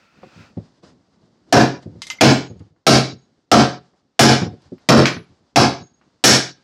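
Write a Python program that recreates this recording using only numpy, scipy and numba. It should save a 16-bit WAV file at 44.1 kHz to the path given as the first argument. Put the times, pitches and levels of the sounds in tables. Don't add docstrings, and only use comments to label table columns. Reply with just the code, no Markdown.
import sys
import numpy as np
from scipy import signal
from scipy.fft import rfft, irfft
from scipy.io import wavfile
from scipy.ndimage import uniform_filter1d, minimum_filter1d
from numba import njit

SR = 44100
rng = np.random.default_rng(int(sys.argv[2]) if len(sys.argv) > 2 else 0)


def generate_wav(sig):
    pcm = np.round(np.clip(np.atleast_2d(sig).T, -1, 1) * 32767).astype(np.int16)
    wavfile.write(sys.argv[1], SR, pcm)


def attenuation_scalar(level_db):
    decades = np.asarray(level_db, float) / 20
    return 10 ** decades


N = 292383

# t/s, strength/dB, handle level/dB, fins level/dB, brightness/(dB per octave)
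BLOWS = [
    (1.525, 6, 4.5, -6.5, -1.5),
    (2.209, 8, -4, -1.5, -0.5),
    (2.866, 7.5, -5, -4, 1),
    (3.515, 6.5, 0, -1, -0.5),
    (4.1921, 13, -1.5, 1, 1),
    (4.8879, 11.5, -12.5, 4.5, -2.5),
    (5.5588, 3, 0.5, -23, 0),
    (6.239, 7.5, -7, 9, 4),
]
BLOW_SIZE = 2 * SR // 3


def on_log(table, hz):
    table = np.array(table)
    return np.interp(np.log(hz + 1), np.log(table[:, 0]), table[:, 1])


def colour(x, table):
    log_gain = on_log(table, np.fft.rfftfreq(4096, 1 / SR)) * np.log(10) / 20
    ceps = irfft(log_gain)
    ceps[1:2048] *= 2
    ceps[2049:] = 0
    return signal.fftconvolve(x, irfft(np.exp(rfft(ceps))))[:len(x)]


def fall(t60, size):
    return np.exp(-np.log(1000) * np.arange(size) / SR / t60)


def swish(s, rise_t60, fall_t60):
    t = np.arange(N) / SR - s
    return attenuation_scalar(-120 * np.where(t < 0, -t / max(rise_t60, .02), t / max(fall_t60, .02)))


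def ring(modes, scatter_db, size, rough=0.11):
    t = np.arange(size) / SR
    out = np.zeros(size)
    for hz, db, t60 in modes:
        draw = rng.standard_normal(64)
        level = attenuation_scalar(db + scatter_db * draw[0])
        tone = np.sin(2 * np.pi * hz * (1 + .004 * draw[1]) * t)
        waver = 1 + rough * np.interp(t * 70, np.arange(62), draw[2:])
        out += level * tone * fall(t60, size) * waver
    return out


def add(out, s, x):
    i = int(s * SR)
    out[i:i + len(x)] += x[:N - i]


def shop(x, wet_db):
    # f/Hz, t60/s
    shop_t60 = [(60, .33), (250, 0.23), (1000, 0.33), (4000, 0.35), (7000, 0.29), (11000, 0.24),
                (16000, 0.17)]
    size = SR
    hz = np.fft.rfftfreq(size, 1 / SR)
    noise = rfft(rng.standard_normal(size))
    echo = np.zeros(size)
    for centre in 45 * 2 ** np.arange(0, 9, .5):
        band = np.clip(1 - 2 * np.abs(np.log2((hz + 1) / centre)), 0, 1)
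        echo += irfft(noise * band, size) * fall(on_log(shop_t60, centre), size)
    echo *= np.minimum(np.arange(size) / SR / 0.0083, 1)
    echo /= np.sqrt(np.sum(echo ** 2))
    return x + attenuation_scalar(wet_db) * signal.fftconvolve(x, echo)[:N]


def air():
    # f/Hz, level/(dB per Hz)
    rumble_tone = [(24, -72.5), (40, -16), (91, -7), (214, -3), (265, -3), (942, -24), (1200, -38),
                   (1560, -72.5), (2640, -120)]
    rustle_tone = [(290, -28), (500, 3), (960, 1), (1050, 1), (1360, -1.5), (2130, -6.5), (2360, -10),
                   (4150, -5.5), (4800, -4), (7640, -15.5), (16000, -58.5)]
    slide_tone = [(700, -27), (1200, -6.5), (1360, 3.5), (1550, -4.5), (2200, -7), (2620, 0), (2900, -11.5),
                  (5000, -18), (8000, -37.5)]
    # t/s, level/dB
    slide_db = [(0, -60), (.2, -63.5), (.24, -58.5), (.42, -54), (.5, -62), (.6, -100)]
    # t of peak/s, rumble level/dB, rustle level/dB, rise t60/s, fall t60/s
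    moves = [(0, -67.5, -64, .3, 2.5), (.22, -56.5, -64.5, 0.55, 2.5), (.42, -58, -56, 1.5, 0.76),
             (.7, -56, -63.5, 1.7, 0.57), (0.837, -47.5, -50, 0.043, 0.48), (1.08, -64.5, -74.5, 1.5, 1.5),
             (1.251, -61.5, -65, 2.3, 1.3), (1.5, -51.5, -61.5, 0.35, .7), (1.829, -51, -53, 0.04, 0.11),
             (1.95, -53.5, -74, 1.5, 2.2), (2.149, -57.5, -50.5, 0.76, 0.19),
             (4.65, -61.5, -60.5, 1.2, 1.1), (4.82, -63, -62.5, 1.7, 4.5), (6.052, -67, -73.5, .3, .45),
             (6.2, -68, -68, .5, 0.82)]
    rumble, rustle = attenuation_scalar(2 * -74.5), attenuation_scalar(2 * -81)
    for s, rumble_db, rustle_db, rise_t60, fall_t60 in moves:
        shape = swish(s, rise_t60, fall_t60)
        rumble = rumble + attenuation_scalar(2 * rumble_db) * shape
        rustle = rustle + attenuation_scalar(2 * rustle_db) * shape
    after_s, rise_t60_s, share = 0.25, 0.9, 0.68
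    for s, db, *_ in BLOWS:
        rumble = rumble + attenuation_scalar(2 * (-68 + share * db)) * swish(s + after_s, rise_t60_s, 2.5)
        rustle = rustle + attenuation_scalar(2 * (-70 + share * db)) * swish(s + after_s, rise_t60_s, 1.7)
    slide = attenuation_scalar(2 * np.interp(np.arange(N) / SR, *np.transpose(slide_db)))
    layers = [(rumble_tone, rumble, 40, 3.5), (rustle_tone, rustle, 25, 2.5), (slide_tone, slide, 30, 1.5)]
    out = np.zeros(N)
    for tone, power, rate_hz, patchy_db in layers:
        x = colour(rng.standard_normal(N), tone)
        k = int(SR / rate_hz)
        flicker = uniform_filter1d(np.repeat(rng.standard_normal(N // k + 1), k), k)[:N]
        out += x / np.std(x) * np.sqrt(power) * attenuation_scalar(patchy_db * flicker)
    return out


def pings():
    # t/s, level/dB, f/Hz, t60/s
    ping_events = [(1.55, -44, 12680, .3), (2.215, -44, 15700, .35), (2.306, -30, 7620, .25),
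                   (2.33, -49, 6610, 1.1), (2.365, -57, 12650, .15), (2.184, -36, 2110, .15),
                   (4.62, -60, 4500, .4), (5.055, -9, 2350, .03), (6.3, -24, 1620, .45),
                   (3.0, -50, 6610, 1.0), (4.27, -52, 14850, .3), (4.92, -46, 12680, .35),
                   (5.06, -56, 10900, .5), (5.8, -53, 6610, .9), (5.566, -17, 5270, .2),
                   (2.225, -11, 5320, .22), (2.87, -14, 3990, .38), (3.53, -14, 4020, .25),
                   (6.245, -12, 4560, .4), (6.26, -46, 15700, .35)]
    out, size = np.zeros(N), SR // 2
    for s, db, hz, t60 in ping_events:
        modes = [(hz, db, t60), (hz * 1.012, db - 4, t60), (hz * .99, db - 6, t60)]
        add(out, s, ring(modes, 2, size, rough=.9) * (1 - fall(.1 * t60, size)))
    return out


def thuds():
    # t/s, peak level/dB, pitch f/Hz, scuff brightness/dB
    thud_events = [(0.197, -54, 220, -25), (0.229, -28.5, 530, 1), (0.258, -35, 214, -33),
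                   (0.36, -33.5, 162, -34), (0.39, -34.5, 160, -29), (0.569, -17, 158.7, -19),
                   (0.828, -35, 473, -25), (0.903, -38.5, 214, -23), (1.858, -19.5, 152, -30.5),
                   (1.889, -36.5, 298, -19), (1.919, -36, 144, -29), (1.954, -25.5, 164, -21),
                   (2.499, -21, 163.2, -20.5), (2.552, -30, 126.5, -21), (2.601, -25.5, 146.5, -12),
                   (2.661, -38.5, 224, -24), (2.706, -40.5, 152.6, -26), (2.756, -53, 325.5, -24.5),
                   (3.125, -28.5, 163.4, -22.5), (4.417, -8.5, 174, -10.5), (4.462, -14.5, 152, -17.5),
                   (4.523, -22.5, 164, -21.5), (4.654, -37.5, 135, -17), (4.719, -21.5, 258, -37),
                   (5.162, -20, 158.4, -2), (5.301, -34.5, 131.4, -17), (5.807, -29.5, 161, -31.5),
                   (6.008, -44.5, 238, -11)]
    out, size = np.zeros(N), SR // 3
    for s, db, hz, bright_db in thud_events:
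        t60 = 0.11 * (160 / hz) ** 0.25
        x = np.zeros(size)
        for share, mode_db in (1, 0), (.7, -4), (1.4, -5), (2.1, -11):
            x += ring([(share * hz, mode_db, t60)], 2, size)
        scuff = [(40, -24.5), (90, -3.5), (200, 10.0), (600, -3),
                 (1500, bright_db), (5000, bright_db - 13), (9000, -62)]
        x += attenuation_scalar(5) * colour(rng.standard_normal(size) * fall(t60, size), scuff)
        add(out, s, attenuation_scalar(db - 1) * x * (1 - fall(0.021, size)))
    return out


def clinks():
    # t/s, peak level/dB, ring level/dB, brightest f/Hz
    clink_events = [(.229, -38, -25, 2400), (2.0189, -16.5, -7, 3550), (2.0686, -22, -12.5, 4470),
                    (2.1012, -12.5, -4.5, 2995), (2.187, -31.5, -21, 2133), (2.594, -38.5, -8, 4450),
                    (2.763, -38, -25, 800), (3.936, -34.5, -25.5, 702), (4.6201, -41, -14, 5075),
                    (4.781, -34, -16, 1800), (4.975, -13, -21.5, 8920), (5.0567, 6, -22, 2336),
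                    (5.08, -10, -20, 2465), (6.013, -28.5, -36, 1095)]
    # f/Hz, level/dB, t60/s
    spanner = [(960, -16, .05), (1280, -16, .05), (2080, -10, .14), (3070, -12, .07), (4610, -13, .09),
               (5080, -11, .07), (6010, -15, .07), (7930, -19, .04), (12630, -29, .12)]
    out, size = np.zeros(N), SR // 3
    for s, db, ring_db, hz in clink_events:
        tone = [(hz / 6, -30), (hz / 4.0, -7), (hz, 0), (hz * 1.2, -3),
                (hz * 2.5, -10), (hz * 4, -28), (40000, -60)]
        chatter = fall(0.0093, size) + attenuation_scalar(-5) * fall(.14, size)
        tick = colour(rng.standard_normal(size) * chatter, tone)
        tick = colour(tick, [(7000, 0), (10000, -7.5), (14000, -21)])
        add(out, s, attenuation_scalar(db) * (tick + attenuation_scalar(ring_db) * ring(spanner, 1.2, size, rough=1.0)))
    return out


def squash():
    return 1 - fall(0.021, BLOW_SIZE)


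def crack(tilt):
    # f/Hz, level/(dB per Hz)
    crack_tone = [(40, -29), (120, -4), (230, 0.5), (500, -5.5), (700, 1), (1000, -8), (1650, -8),
                  (2000, -14.5), (2400, -13), (3200, -17.5), (5400, -12), (8000, -25), (11000, -34.5),
                  (16300, -49.5)]
    noise = rng.standard_normal(BLOW_SIZE)
    rebound = np.roll(fall(0.013, BLOW_SIZE), int(.017 * SR))
    spiky = noise ** 3 / np.sqrt(15)
    rattle = colour(spiky * fall(0.17, BLOW_SIZE), [(5000, -4), (12000, -14)])
    hit = noise * (fall(0.031, BLOW_SIZE) + attenuation_scalar(-5.5) * rebound)
    burst = squash() * (hit + attenuation_scalar(-14.0) * rattle)
    brightness = [(150, -2.5), (600, -1.0), (1000, -2.5), (16000, 4 * tilt)]
    return attenuation_scalar(17.5) * colour(colour(burst, crack_tone), brightness)


def bench_boom(tilt):
    # f/Hz, level/dB, t60/s
    bench = [(85, -6, .25), (132.33, 1.6, 0.36), (173, -2, 0.51), (223.8, 6.5, 0.25), (286, -3.5, 0.34),
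             (316.3, -9, 0.41), (381, -12, 0.45), (435, -17.5, 0.53), (529, -14, 0.08)]
    boom_tone = [(60, -10.5), (130, -3.0), (300, 5.5), (550, -5), (1200, -41.0), (9000, -81)]
    boom = colour(rng.standard_normal(BLOW_SIZE), boom_tone) * fall(0.28, BLOW_SIZE)
    swell = (1 - fall(0.12, BLOW_SIZE)) ** 2
    modes = ring(bench, 1.5, BLOW_SIZE, rough=.1)
    return attenuation_scalar(-1.87 - 0.87 * tilt) * swell * (attenuation_scalar(-7.5) * modes + attenuation_scalar(17.5) * boom)


def handle_and_fins(handle_db, fins_db):
    # f/Hz, level/dB, t60/s
    handle = [(694.3, 2.5, 0.23), (734, 5.5, 0.052), (727, -14.5, 0.47), (800, -15, 0.14),
              (1558, -13, 0.27), (1550, -10, 0.017), (1660, -17.5, 0.39)]
    fins = [(2400, -0.5, 0.2), (3222, -10, 0.13), (4270, -5.5, 0.19), (3960, -8, 0.27), (4548, -4.5, .22),
            (5290, -3.5, 0.24), (4940, -10, .21), (5342, -8, 0.26), (5477, -7.5, 0.21), (5540, -11, 0.2),
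            (7400, -24.5, 0.15), (12630, -24, .18), (15650, -35, .15)]
    snap_tone = [(500, -15.0), (2500, 6), (6000, 1.5), (9000, -11), (15000, -24)]
    snap = colour(rng.standard_normal(BLOW_SIZE), snap_tone) * fall(0.036, BLOW_SIZE)
    x = attenuation_scalar(handle_db - 7) * ring(handle, 1.5, BLOW_SIZE, rough=.4)
    x += attenuation_scalar(fins_db - 18) * ring(fins, 1.5, BLOW_SIZE, rough=.9)
    return squash() * (x + attenuation_scalar(4.5) * snap)


def blows():
    cracks, rings = np.zeros(N), np.zeros(N)
    for s, db, handle_db, fins_db, tilt in BLOWS:
        add(cracks, s, attenuation_scalar(db) * crack(tilt))
        add(rings, s, attenuation_scalar(db) * (bench_boom(tilt) + handle_and_fins(handle_db, fins_db)))
    return shop(cracks, 6.4) + shop(rings, -8.5)


def scene():
    return (blows() + shop(clinks() + thuds() + pings(), -11))[None]


@njit
def follower(x, attack, release):
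    e, y = 0., np.empty(len(x))
    for i in range(len(x)):
        e += (x[i] - e) * (attack if x[i] > e else release)
        y[i] = e
    return y


def limit(x):
    limit_db, look_s, release_s = -.2, .0015, 0.0064
    look = int(look_s * SR)
    peak = -minimum_filter1d(-np.abs(x), size=2 * look + 1)
    cut_db = np.maximum(20 * np.log10(peak + 1e-9) - limit_db, 0)
    return x * attenuation_scalar(-uniform_filter1d(follower(cut_db, 1., 1 / (release_s * SR)), size=look))


def suppress(x, steep, least_db, ease_db):
    # f/Hz, level/dB
    gate = [(100, -68), (500, -61.5), (1500, -61), (5000, -68), (8000, -81.5), (11000, -95.5),
            (16000, -102)]
    hz, _, z = signal.stft(x, SR, nperseg=512)
    raw_power = np.abs(z) ** 2
    power = np.abs(uniform_filter1d(uniform_filter1d(raw_power, size=9, axis=0), size=2, axis=1))
    total = np.sum(raw_power, axis=0)
    bang = (total > .02) & (total > 100 * np.roll(total, 3))
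    held = np.convolve(bang, np.ones(45))[:len(total)] > 0
    eased = uniform_filter1d(1. * held, size=3)
    threshold_db = on_log(gate, hz)[:, None] - ease_db * eased * (hz < 8000)[:, None]
    gain = (power / (power + attenuation_scalar(2 * threshold_db))) ** steep
    floor = attenuation_scalar(on_log([(5000, least_db), (10000, least_db - 25)], hz))[:, None]
    return signal.istft(z * np.maximum(gain, floor), SR, nperseg=512)[1][:N]


def top_cut(x):
    return signal.sosfilt(signal.butter(12, 16460, fs=SR, output="sos"), x)


def record(dry):
    # f/Hz, level/dB
    capsule = [(7000, -1.5), (11000, -1), (16000, -3.5)]
    overload = attenuation_scalar(11)
    x = dry[0] / (1 + np.abs(dry[0] / overload) ** 4) ** .25
    x = colour(x, capsule)
    x = signal.sosfilt(signal.butter(5, 66, "high", fs=SR, output="sos"), x)
    x = signal.sosfilt(signal.ellip(10, .2, 90, 15900, fs=SR, output="sos"), x)
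    x = suppress(limit(x), steep=2.4, least_db=-9.5, ease_db=12)
    mix = (x + air())[None]
    return top_cut(mix)


dry = scene()
out = record(dry)
generate_wav(out)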